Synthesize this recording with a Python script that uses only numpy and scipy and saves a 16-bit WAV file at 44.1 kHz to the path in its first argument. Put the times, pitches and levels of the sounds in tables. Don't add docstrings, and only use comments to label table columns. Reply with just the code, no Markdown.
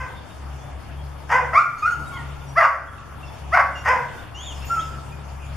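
import sys
import numpy as np
from scipy import signal
from scipy.fft import rfft, irfft
from scipy.io import wavfile
from scipy.ndimage import uniform_filter1d

SR = 44100
rng = np.random.default_rng(int(sys.argv[2]) if len(sys.argv) > 2 else 0)


def wav_record(signal):
    frames = np.transpose(np.atleast_2d(signal))
    bounded = np.clip(frames, -1, 1)
    quanta = np.round(bounded * 32767).astype(np.int16)
    wavfile.write(sys.argv[1], SR, quanta)


def makeup_ratio(level_db):
    decades = np.asarray(level_db, float) / 20
    return 10 ** decades


N = 245195

# start_s, hold_s, level_db, note_hz
DEEP_BARKS = [
    (-.06, 0.0597, -29.5, 518.7),
    (1.288, 0.0403, -13, 511),
    (3.84, 0.0376, -12.5, 506.1),
]
# start_s, high_s, low_s, level_db, top_hz
SHARP_BARKS = [
    (2.552, 0.02484, 0.02957, -10.5, 684.3),
    (3.514, 0.00729, 0.0318, -10.5, 725.3),
]
# start_s, glide_s, level_db, from_hz, to_hz
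CHOKED_BARKS = [
    (1.526, 0.0302, -18, 649, 658.5),
]
# start_s, glide_s, level_db, from_hz, to_hz
YELPS = [
    (1.54, 0.03615, -10.5, 1012, 1195),
    (1.562, 0.0432, -11, 1178, 1418),
    (1.819, 0.0168, -18.5, 1214, 1241),
    (1.842, .035, -13, 1273, 1434),
    (2.109, 0.051, -39, 1141, 1071),
    (2.15, 0.046, -39.5, 1068, 937.7),
    (4.692, 0.0358, -21.5, 1357, 1374),
    (4.75, 0.0453, -25, 1338, 1304),
]
# start_s, glide_s, level_db, from_hz, to_hz
WHINES = [(2.625, 0.0185, -31, 2927, 2762), (3.745, 0.0511, -35, 2826, 2795),
          (4.338, 0.1022, -39.5, 2773, 3450), (4.415, 0.04, -44.5, 3400, 3740),
          (4.452, 0.041, -37, 3720, 3251), (4.49, 0.0371, -40.5, 3300, 2812),
          (4.612, 0.0375, -43.5, 2620, 2756), (4.785, 0.0186, -38.5, 3028, 3296),
          (4.799, 0.021, -42, 3124, 3886), (4.806, 0.033, -47, 3200, 2710), (5.11, 0.0242, -49, 2360, 2477),
          (5.28, 0.044, -56, 2390, 2360), (5.39, 0.079, -53.5, 2550, 2335)]
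# start_s, glide_s, level_db, from_hz, to_hz
PINCHED_WHINES = [(1.77, 0.035, -46, 2150, 2210), (1.84, 0.035, -51, 1900, 2240),
                  (1.891, .04, -43.5, 2150, 2210), (1.97, 0.1, -58, 2185, 2206),
                  (2.1, 0.066, -53.5, 2230, 2250), (4.525, .07, -53.5, 2648, 2549),
                  (4.59, 0.0557, -56, 2552, 2715), (4.69, 0.092, -51.5, 2742, 2700),
                  (4.81, 0.067, -52, 2730, 2485), (4.879, 0.063, -57, 2517, 2441),
                  (4.645, .06, -46.5, 3400, 3560), (4.711, .08, -49.5, 3480, 3380)]

# freq_hz, gain_db
DEEP_THROAT = [(350, -6.5), (500, -19), (720, -9.5), (1000, -2.5), (1280, -10.5), (1580, -6.5),
               (1780, -6.5), (2000, -9), (2400, -16), (3000, -26), (4000, -44), (5100, -29.5), (8500, -43),
               (14500, -52)]
SHARP_THROAT = [(350, -53), (520, -14), (660, -4.5), (830, -6), (1060, 5.5), (1400, -0.5), (1700, -2.5),
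                (2050, -4.5), (2500, -17.5), (3600, -37), (4900, -28.5), (8200, -48.5), (10000, -44),
                (14500, -50)]
YELP_THROAT = [(800, 2.5), (1400, 5), (2300, -1), (2800, -28.5), (3400, -30.5), (4000, -32.5), (4900, -28),
               (7000, -36.5), (14000, -53)]
NOSE = [(2000, 8), (3500, 8), (5500, -9.5), (7000, 4.5), (10000, -75), (14000, -39.5)]
PINCHED_NOSE = [(2200, -3), (3500, -30), (4400, -4.5), (5200, 0), (7000, -1.5), (10000, -15),
                (14000, -13.5)]
DEEP_ROUGH = (.8, 1.0, .5, .3, .42, .45)
SHARP_ROUGH = (.07, .5, .85, .6, .4)

# freq_hz, density_db_per_hz
TRAFFIC_SPECTRUM = [(20, -4.5), (45, -18.5), (80, -8), (144, -11.5), (172, -16.5), (300, -18.5),
                    (477, -22.5), (804, -17), (1950, -29.5), (2440, -40), (4500, -61), (5850, -92)]
HISS_SPECTRUM = [(1760, -25), (3000, 8.5), (3650, -6.5), (4230, -7), (5000, -6.5), (7470, -11.5),
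                 (8100, -13), (9700, -15), (10400, -13), (11200, -20), (13000, -17), (15100, -25)]
# freq_hz, likeness_0_1
LIKENESS = [(25, .1), (45, .2), (70, .6), (250, .15), (450, .2), (1600, .6), (4900, .12), (14000, .1)]
# time_s, level_db
STIR = [(0, 2.5), (1.3, 1.58), (1.45, 7), (1.7, 2.5), (1.92, 7), (2.2, 6), (2.3, 4.4), (2.8, -2), (3.3, 3),
        (3.5, 2.5), (3.62, 6.5), (4.2, 7), (4.3, 0.5), (4.47, 3.5), (4.75, 9.5), (5.0, 3.6), (5.45, 1.83),
        (5.56, 6)]
# top_s, length_s, order_2_db, order_4_db
SWELLS = [(0, 0.204, -32.5, -42), (0.161, 0.254, -41.5, -52.5), (0.495, 0.416, -34, -44.5),
          (0.665, 0.157, -55.5, -40.5), (0.756, 0.167, -34.5, -51), (1.025, 0.508, -33, -40.5),
          (1.296, 0.39, -40, -42), (1.485, 0.362, -34.5, -37.5), (1.695, 0.292, -53.5, -42.5),
          (1.863, 0.122, -38.5, -47), (2.0, 0.23, -37, -38), (2.272, 0.558, -36.5, -37.5),
          (2.519, 0.247, -44.5, -37), (2.833, 0.473, -42, -65), (3.218, 0.643, -41.5, -45),
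          (3.491, 0.242, -34.5, -45), (3.722, 0.494, -36, -44), (3.925, 0.25, -38, -47.5),
          (4.065, 0.232, -45.5, -38.5), (4.213, 0.117, -50, -56.5), (4.422, 0.415, -42, -65.5),
          (4.612, 0.367, -34.5, -50.5), (4.9, 0.574, -37, -41), (5.154, 0.317, -42.5, -41),
          (5.387, 0.747, -35.5, -49), (5.56, 0.25, -38, -38)]
# start_s, length_s,
# from_hz, to_hz, level_db
BIRDS = [(0.151, 0.0584, 3697, 3463, -56), (0.276, 0.072, 3810, 3550, -61.5),
         (0.556, 0.144, 3270, 3640, -64.5), (0.942, 0.1, 3063, 3394, -62), (1.146, 0.066, 3350, 3196, -69),
         (2.055, 0.034, 3850, 3740, -49.5), (2.117, 0.0574, 3356, 3280, -55.5),
         (2.157, 0.0309, 3570, 2717, -47), (2.4, 0.0352, 3674, 3410, -58), (2.45, 0.078, 5826, 5663, -59),
         (2.871, 0.0358, 3373, 3238, -58), (2.979, 0.009, 2715, 2730, -51.5),
         (3.224, 0.0273, 2810, 2602, -46.5), (3.26, 0.0503, 3550, 3390, -57),
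         (3.235, 0.077, 5360, 5450, -63), (4.163, 0.0582, 3400, 3760, -57), (4.474, 0.052, 3570, 2647, -56),
         (4.639, 0.045, 13550, 14160, -55), (4.79, 0.0498, 3300, 2730, -62.5),
         (1.904, 0.051, 2670, 3280, -50), (1.93, 0.061, 3100, 2390, -54.5)]
# start_s, length_s, level_db
THUDS = [
    (1.317, 0.154, -40.5),
    (1.963, 0.1005, -37.5),
    (3.876, 0.16, -44),
    (4.844, 0.252, -49.5),
]
# start_s, peak_db
TWIGS = [
    (2.497, -42.5),
    (3.854, -30.5),
    (3.869, -36.5),
    (4.212, -40.5),
    (4.255, -44.5),
]
# freq_hz, t60_s
GARDEN_T60 = [(400, 0.71), (1000, 0.352), (2000, 0.487), (4000, 0.395), (10000, 0.605)]
# freq_hz, width_hz
NOTCHES = [(3950, 382), (7950, 150)]

DEEP_ATTACK_S, DEEP_SETTLE_S, DEEP_RELEASE_S = 0.02013, 0.02263, 0.069
DEEP_FLAT, DEEP_FADE_DB = 0.075, 15.5
SHARP_RISE_S, SHARP_BREAK_S, SHARP_DROP_S = 0.03, 0.009737, 0.01572
SHARP_CUT_S, SHARP_RELEASE_S = 0.01665, 0.049
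SHARP_START, SHARP_LOW_HZ = 0.71, 549.2
SHARP_CUT_DB, SHARP_FADE_DB = 17, 28.5
# attack_s, release_s, droop_db, sag_0_1, roughness_0_1
CHOKED_SHAPE = (0.008, 0.031, 2.7, 0.16, 0.386)
YELP_SHAPE = (0.0149, 0.0564, 0.5, 0.029, 0.0404)
WHINE_SHAPE = (0.0131, 0.0084, 2.55, 0.026, 0.062)
PINCHED_SHAPE = (0.026, 0.04, 3.07, 0.023, 0.13)
ONSET_DB, FADE_DB, WEAK_ROUGH = 19.5, 24.5, 0.0795
BURST_DB = 7.5
BREAK_UP_HZ = 12500
MOTOR_HZ, THIRD_ORDER_DB, LULL_DB = 34.84, -50, -56
TRAFFIC_DB, HISS_DB, TRAFFIC_FOLLOWS = -51, -66.5, 0.642
INSECT_HZ, INSECT_WIDTH_HZ, INSECT_DB = 10220, 570, -70
THUD_LOW_HZ, THUD_HIGH_HZ = 110, 322.5
TWIG_T60_S, TWIG_LOW_HZ = 0.0094, 900
TAIL_DB, TAIL_SIDE_DB = -2, -8.5
FAR_TAIL_DB, FAR_T60_S = -14, 1.677
GAIN_KNEE_DB, GAIN_SLOPE, GAIN_RELEASE_DB_PER_S, GAIN_ATTACK_S = -21, 0.3, 28, 0.057


def rms_one(x):
    return x / np.sqrt(np.mean(np.abs(x) ** 2) + 1e-20)


def at_hz(points, hz):
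    table_hz, values = np.array(points).T
    return np.interp(np.log(hz), np.log(table_hz), values)


def wander(hz, size):
    r = np.exp(-2 * np.pi * hz / SR)
    run_in = int(SR / hz)
    noise = rng.standard_normal(size + run_in)
    return rms_one(signal.lfilter([1], [1, -2 * r, r * r], noise)[run_in:])


def bandpass(low_hz, high_hz, order=2):
    return signal.butter(order, [low_hz, high_hz], "band", fs=SR, output="sos")


def bands(count):
    edges_hz = np.geomspace(20, 16000, count + 1)
    for low_hz, high_hz in zip(edges_hz, edges_hz[1:]):
        yield np.sqrt(low_hz * high_hz), bandpass(low_hz, high_hz)


def left_right(left_db, right_db):
    return makeup_ratio(np.array([[left_db], [right_db]]))


def wash(spectrum, low_hz, high_hz, patchy_db):
    out = 0
    white = rng.standard_normal((2, 2, N))
    for k, (hz, sos) in enumerate(bands(count=24)):
        mid, side = signal.sosfilt(sos, white[k % 2])
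        alike = np.clip(at_hz(LIKENESS, hz), 0, 1)
        gain = makeup_ratio(at_hz(spectrum, hz) + patchy_db * wander(8.93, N))
        out = out + gain * (np.sqrt(1 + alike) * mid + np.sqrt(1 - alike) * side * [[1], [-1]])
    reference = signal.sosfilt(bandpass(low_hz, high_hz, order=4), out.mean(axis=0))
    return out / np.std(reference)


def traffic(stir_db):
    gain = makeup_ratio(TRAFFIC_DB + TRAFFIC_FOLLOWS * stir_db)
    return gain * wash(TRAFFIC_SPECTRUM, 148.1, 477, patchy_db=1.5) * left_right(1.6, -1.7)


def leaf_hiss(stir_db):
    return makeup_ratio(HISS_DB + stir_db) * wash(HISS_SPECTRUM, 7643, 18300, patchy_db=2.5)


def swells():
    t = np.arange(N) / SR
    total = makeup_ratio(LULL_DB)
    for top_s, length_s, second_db, fourth_db in SWELLS:
        hump = np.cos(np.pi * np.clip((t - top_s) / length_s, -0.5, 0.5)) ** 2
        total = total + hump * left_right(second_db, fourth_db)
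    return 20 * np.log10(total)


def motor(second_db, fourth_db):
    turn = 2 * np.pi * np.cumsum(MOTOR_HZ * (1 + 0.01355 * wander(4.23, N))) / SR
    second = makeup_ratio(second_db) * np.sin(2 * turn)
    third = makeup_ratio(THIRD_ORDER_DB + 4.0 * wander(5, N)) * np.sin(3 * turn + 1.7 * wander(4.1, N))
    fourth = makeup_ratio(fourth_db - 0.85) * np.sin(4 * turn + 0.48 * wander(7.0, N))
    return np.sqrt(2) * (second + third + fourth) * left_right(1.5, -1.6)


def insects():
    sos = bandpass(INSECT_HZ - INSECT_WIDTH_HZ / 2, INSECT_HZ + INSECT_WIDTH_HZ / 2)
    chirr = signal.sosfilt(sos, rng.standard_normal((2, N)))
    return makeup_ratio(INSECT_DB + 2.45 * wander(6, N)) * rms_one(chirr)


def deep_bark(start_s, hold_s, level_db, note_hz):
    steps_s = [0, DEEP_ATTACK_S, DEEP_SETTLE_S, DEEP_SETTLE_S, hold_s, DEEP_RELEASE_S]
    times_s = start_s + np.cumsum(steps_s)
    pitch_hz = note_hz * (1 - DEEP_FLAT * np.array([1, 1, 1, 0, 0, 1]))
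    loss_db = np.array([21, 9.0, 0, 0.6, 6.5, DEEP_FADE_DB])
    return np.transpose([times_s, pitch_hz, level_db - loss_db, DEEP_ROUGH])


def birds():
    out = np.zeros(N)
    for start_s, length_s, from_hz, to_hz, level_db in BIRDS:
        size = round(length_s * SR)
        start = round(start_s * SR)
        pitch_hz = np.linspace(from_hz, to_hz, size) + 35 * wander(99.7, size)
        whistle = np.sin(2 * np.pi * np.cumsum(pitch_hz) / SR)
        out[start:start + size] += makeup_ratio(level_db + 7.5) * np.hanning(size) * whistle
    return out


def thuds():
    lumps = np.zeros(N)
    for start_s, length_s, level_db in THUDS:
        start, size = round(start_s * SR), round(length_s * SR)
        lumps[start:start + size] += makeup_ratio(level_db) * np.hanning(size)
    low = signal.sosfilt(bandpass(THUD_LOW_HZ, THUD_HIGH_HZ), rng.standard_normal(N))
    return lumps * rms_one(low) * left_right(1.6, -1.6)


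def glide(start_s, length_s, level_db, from_hz, to_hz, shape):
    attack_s, release_s, droop_db, sag, rough = shape
    t = np.arange(0, length_s + release_s, 0.002)
    along = np.clip(t / length_s, 0, 1)
    dying = np.clip((t - length_s) / release_s, 0, 1)
    weak = np.maximum(1 - t / min(attack_s, length_s / 2), 0)
    eased_hz = from_hz + (to_hz - from_hz) * np.sin(np.pi / 2 * along) ** 2
    pitch_hz = eased_hz * (1 - sag * dying)
    levels_db = level_db - ONSET_DB * weak - droop_db * along - FADE_DB * dying
    return np.transpose([start_s + t, pitch_hz, levels_db, rough + WEAK_ROUGH * (weak + dying)])


def twigs():
    t = np.arange(N) / SR
    cracks = np.zeros(N)
    for start_s, peak_db in TWIGS:
        cracks += (t >= start_s) * makeup_ratio(peak_db - 9 - 60 * np.abs(t - start_s) / TWIG_T60_S)
    sos = signal.butter(2, TWIG_LOW_HZ, "high", fs=SR, output="sos")
    return cracks * signal.sosfilt(sos, rng.standard_normal(N))


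def sharp_bark(start_s, high_s, low_s, level_db, top_hz):
    rise, broken, drop, chest, end = SHARP_ROUGH
    steps_s = [0, SHARP_RISE_S / 2, SHARP_RISE_S / 2, SHARP_BREAK_S, high_s,
               SHARP_DROP_S, low_s, SHARP_CUT_S, SHARP_RELEASE_S]
    times_s = start_s + np.cumsum(steps_s)
    high_hz = top_hz * np.array([SHARP_START, 0.88, 1, 0.96, 0.95])
    chest_hz = SHARP_LOW_HZ * np.array([0.96, 1, 0.98, 0.96])
    pitch_hz = np.concatenate([high_hz, chest_hz])
    loss_db = np.array([32, 11, 0, 2.5, 2.5, 2.6, 2.4, SHARP_CUT_DB, SHARP_FADE_DB])
    rough = [rise, rise, rise, broken, broken, drop, chest, drop, end]
    return np.transpose([times_s, pitch_hz, level_db - loss_db, rough])


def call(rows, throat, jitter, closing_db):
    times_s, *columns = np.transpose(rows)
    start = max(round(times_s[0] * SR), 0)
    t = np.arange(start, round(times_s[-1] * SR)) / SR
    size = len(t)
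    pitch_hz, level_db, rough = [np.interp(t, times_s, column) for column in columns]
    rough = np.clip(rough, 0, 1)
    shaky_hz = pitch_hz * (1 + jitter * rough * wander(140.2, size))
    phase = 2 * np.pi * np.cumsum(shaky_hz) / SR
    bursts = makeup_ratio(BURST_DB * rough * np.tanh(wander(157.2, size)))
    tilt_db = closing_db * np.linspace(0, 1, size)
    smear_hz = 0.7 * pitch_hz.mean()
    source = np.zeros(size)
    for k in range(1, int(14500 / pitch_hz.max()) + 1):
        smear = (wander(smear_hz, size) + 1j * wander(smear_hz, size)) / np.sqrt(2)
        high_blur = (k > 2) * (k * pitch_hz / BREAK_UP_HZ) ** 2
        blur = np.clip(rough * (1 + k * pitch_hz / 5000) + high_blur, 0, 1)
        fading = makeup_ratio(0.273 * k ** 0.86 * wander(11.9, size))
        envelope = fading * np.sqrt(1 - blur ** 2) + blur * smear * bursts
        partial = envelope * np.exp(1j * (k * phase + 2 * np.pi * rng.random()))
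        source += makeup_ratio(-tilt_db * np.log2(k * pitch_hz / 1000)) * partial.imag
    hz = np.fft.rfftfreq(size, 1 / SR) + 1
    spectrum = rfft(source * np.hanning(size) ** 0.162)
    sound = irfft(spectrum * makeup_ratio(at_hz(throat, hz)), size)
    running_rms = np.sqrt(uniform_filter1d(sound ** 2, size=1500) + 1e-12)
    out = np.zeros(N)
    out[start:start + size] = sound / running_rms * makeup_ratio(level_db)
    return out


def dogs():
    deep = [deep_bark(*row) for row in DEEP_BARKS]
    sharp = [sharp_bark(*row) for row in SHARP_BARKS]
    sharp += [glide(*row, CHOKED_SHAPE) for row in CHOKED_BARKS]
    yelps = [glide(*row, YELP_SHAPE) for row in YELPS]
    whines = [glide(*row, WHINE_SHAPE) for row in WHINES]
    pinched = [glide(*row, PINCHED_SHAPE) for row in PINCHED_WHINES]
    # calls, throat, jitter, closing_db, pan_db
    voices = [(deep, DEEP_THROAT, 0.08, 8.0, 0.6),
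              (sharp, SHARP_THROAT, 0.12, 3.0, 0.8),
              (yelps, YELP_THROAT, 0.04, 1.5, 0.4),
              (whines, NOSE, 0.04, 0.3, 0.7),
              (pinched, PINCHED_NOSE, 0.04, 1.5, 0.7)]
    out = np.zeros((2, N))
    for calls, throat, jitter, closing_db, pan_db in voices:
        voice = sum(call(rows, throat, jitter, closing_db) for rows in calls)
        out += voice * left_right(pan_db / 2, -pan_db / 2)
    return signal.sosfilt(signal.cheby2(10, 60, 360, "high", fs=SR, output="sos"), out)


def garden(x):
    t = np.arange(SR) / SR
    white = rng.standard_normal((2, 2, SR))
    tail = 0
    for k, (hz, sos) in enumerate(bands(count=18)):
        near = makeup_ratio(-60 * t / at_hz(GARDEN_T60, hz))
        far = makeup_ratio(FAR_TAIL_DB - 60 * t / FAR_T60_S - 29.2 * abs(np.log2(hz / 1300)))
        tail = tail + signal.sosfilt(sos, white[k % 2]) * (near + far)
    mid, side = tail * (1 - np.exp(-t / 0.0009))
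    scale = makeup_ratio(TAIL_DB) / np.sqrt(np.sum(mid ** 2))
    ears = scale * (mid + makeup_ratio(TAIL_SIDE_DB) * side * np.array([[1], [-1]]))
    return signal.fftconvolve(x.mean(axis=0, keepdims=True), ears, axes=1)[:, :N]


def gain_control(x):
    power = uniform_filter1d(np.mean(x ** 2, axis=0), size=441)
    level_db = 10 * np.log10(power + 1e-12)
    ramp_db = GAIN_RELEASE_DB_PER_S * np.arange(N) / SR
    held_db = np.maximum.accumulate(level_db + ramp_db) - ramp_db
    r = np.exp(-1 / (GAIN_ATTACK_S * SR))
    wanted_cut_db = GAIN_SLOPE * np.maximum(held_db - GAIN_KNEE_DB, 0)
    cut_db = signal.lfilter([1 - r], [1, -r], wanted_cut_db)
    return x * makeup_ratio(-cut_db)


def scene():
    stir_db = np.interp(np.arange(N) / SR, *np.transpose(STIR))
    voices = dogs() + birds()
    background = motor(*swells()) + traffic(stir_db) + leaf_hiss(stir_db) + insects()
    return voices + garden(voices) + background + thuds() + twigs()


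def low_pass(x):
    return signal.sosfilt(signal.butter(12, 15240, fs=SR, output="sos"), x)


def record(dry):
    mix = 1.5 * np.tanh(gain_control(dry) / 1.5)
    for hz, width_hz in NOTCHES:
        mix = signal.lfilter(*signal.iirnotch(hz, hz / width_hz, fs=SR), mix)
    mix = signal.sosfilt(signal.butter(8, 14400, fs=SR, output="sos"), mix)
    return low_pass(mix)


dry = scene()
out = record(dry)
wav_record(out)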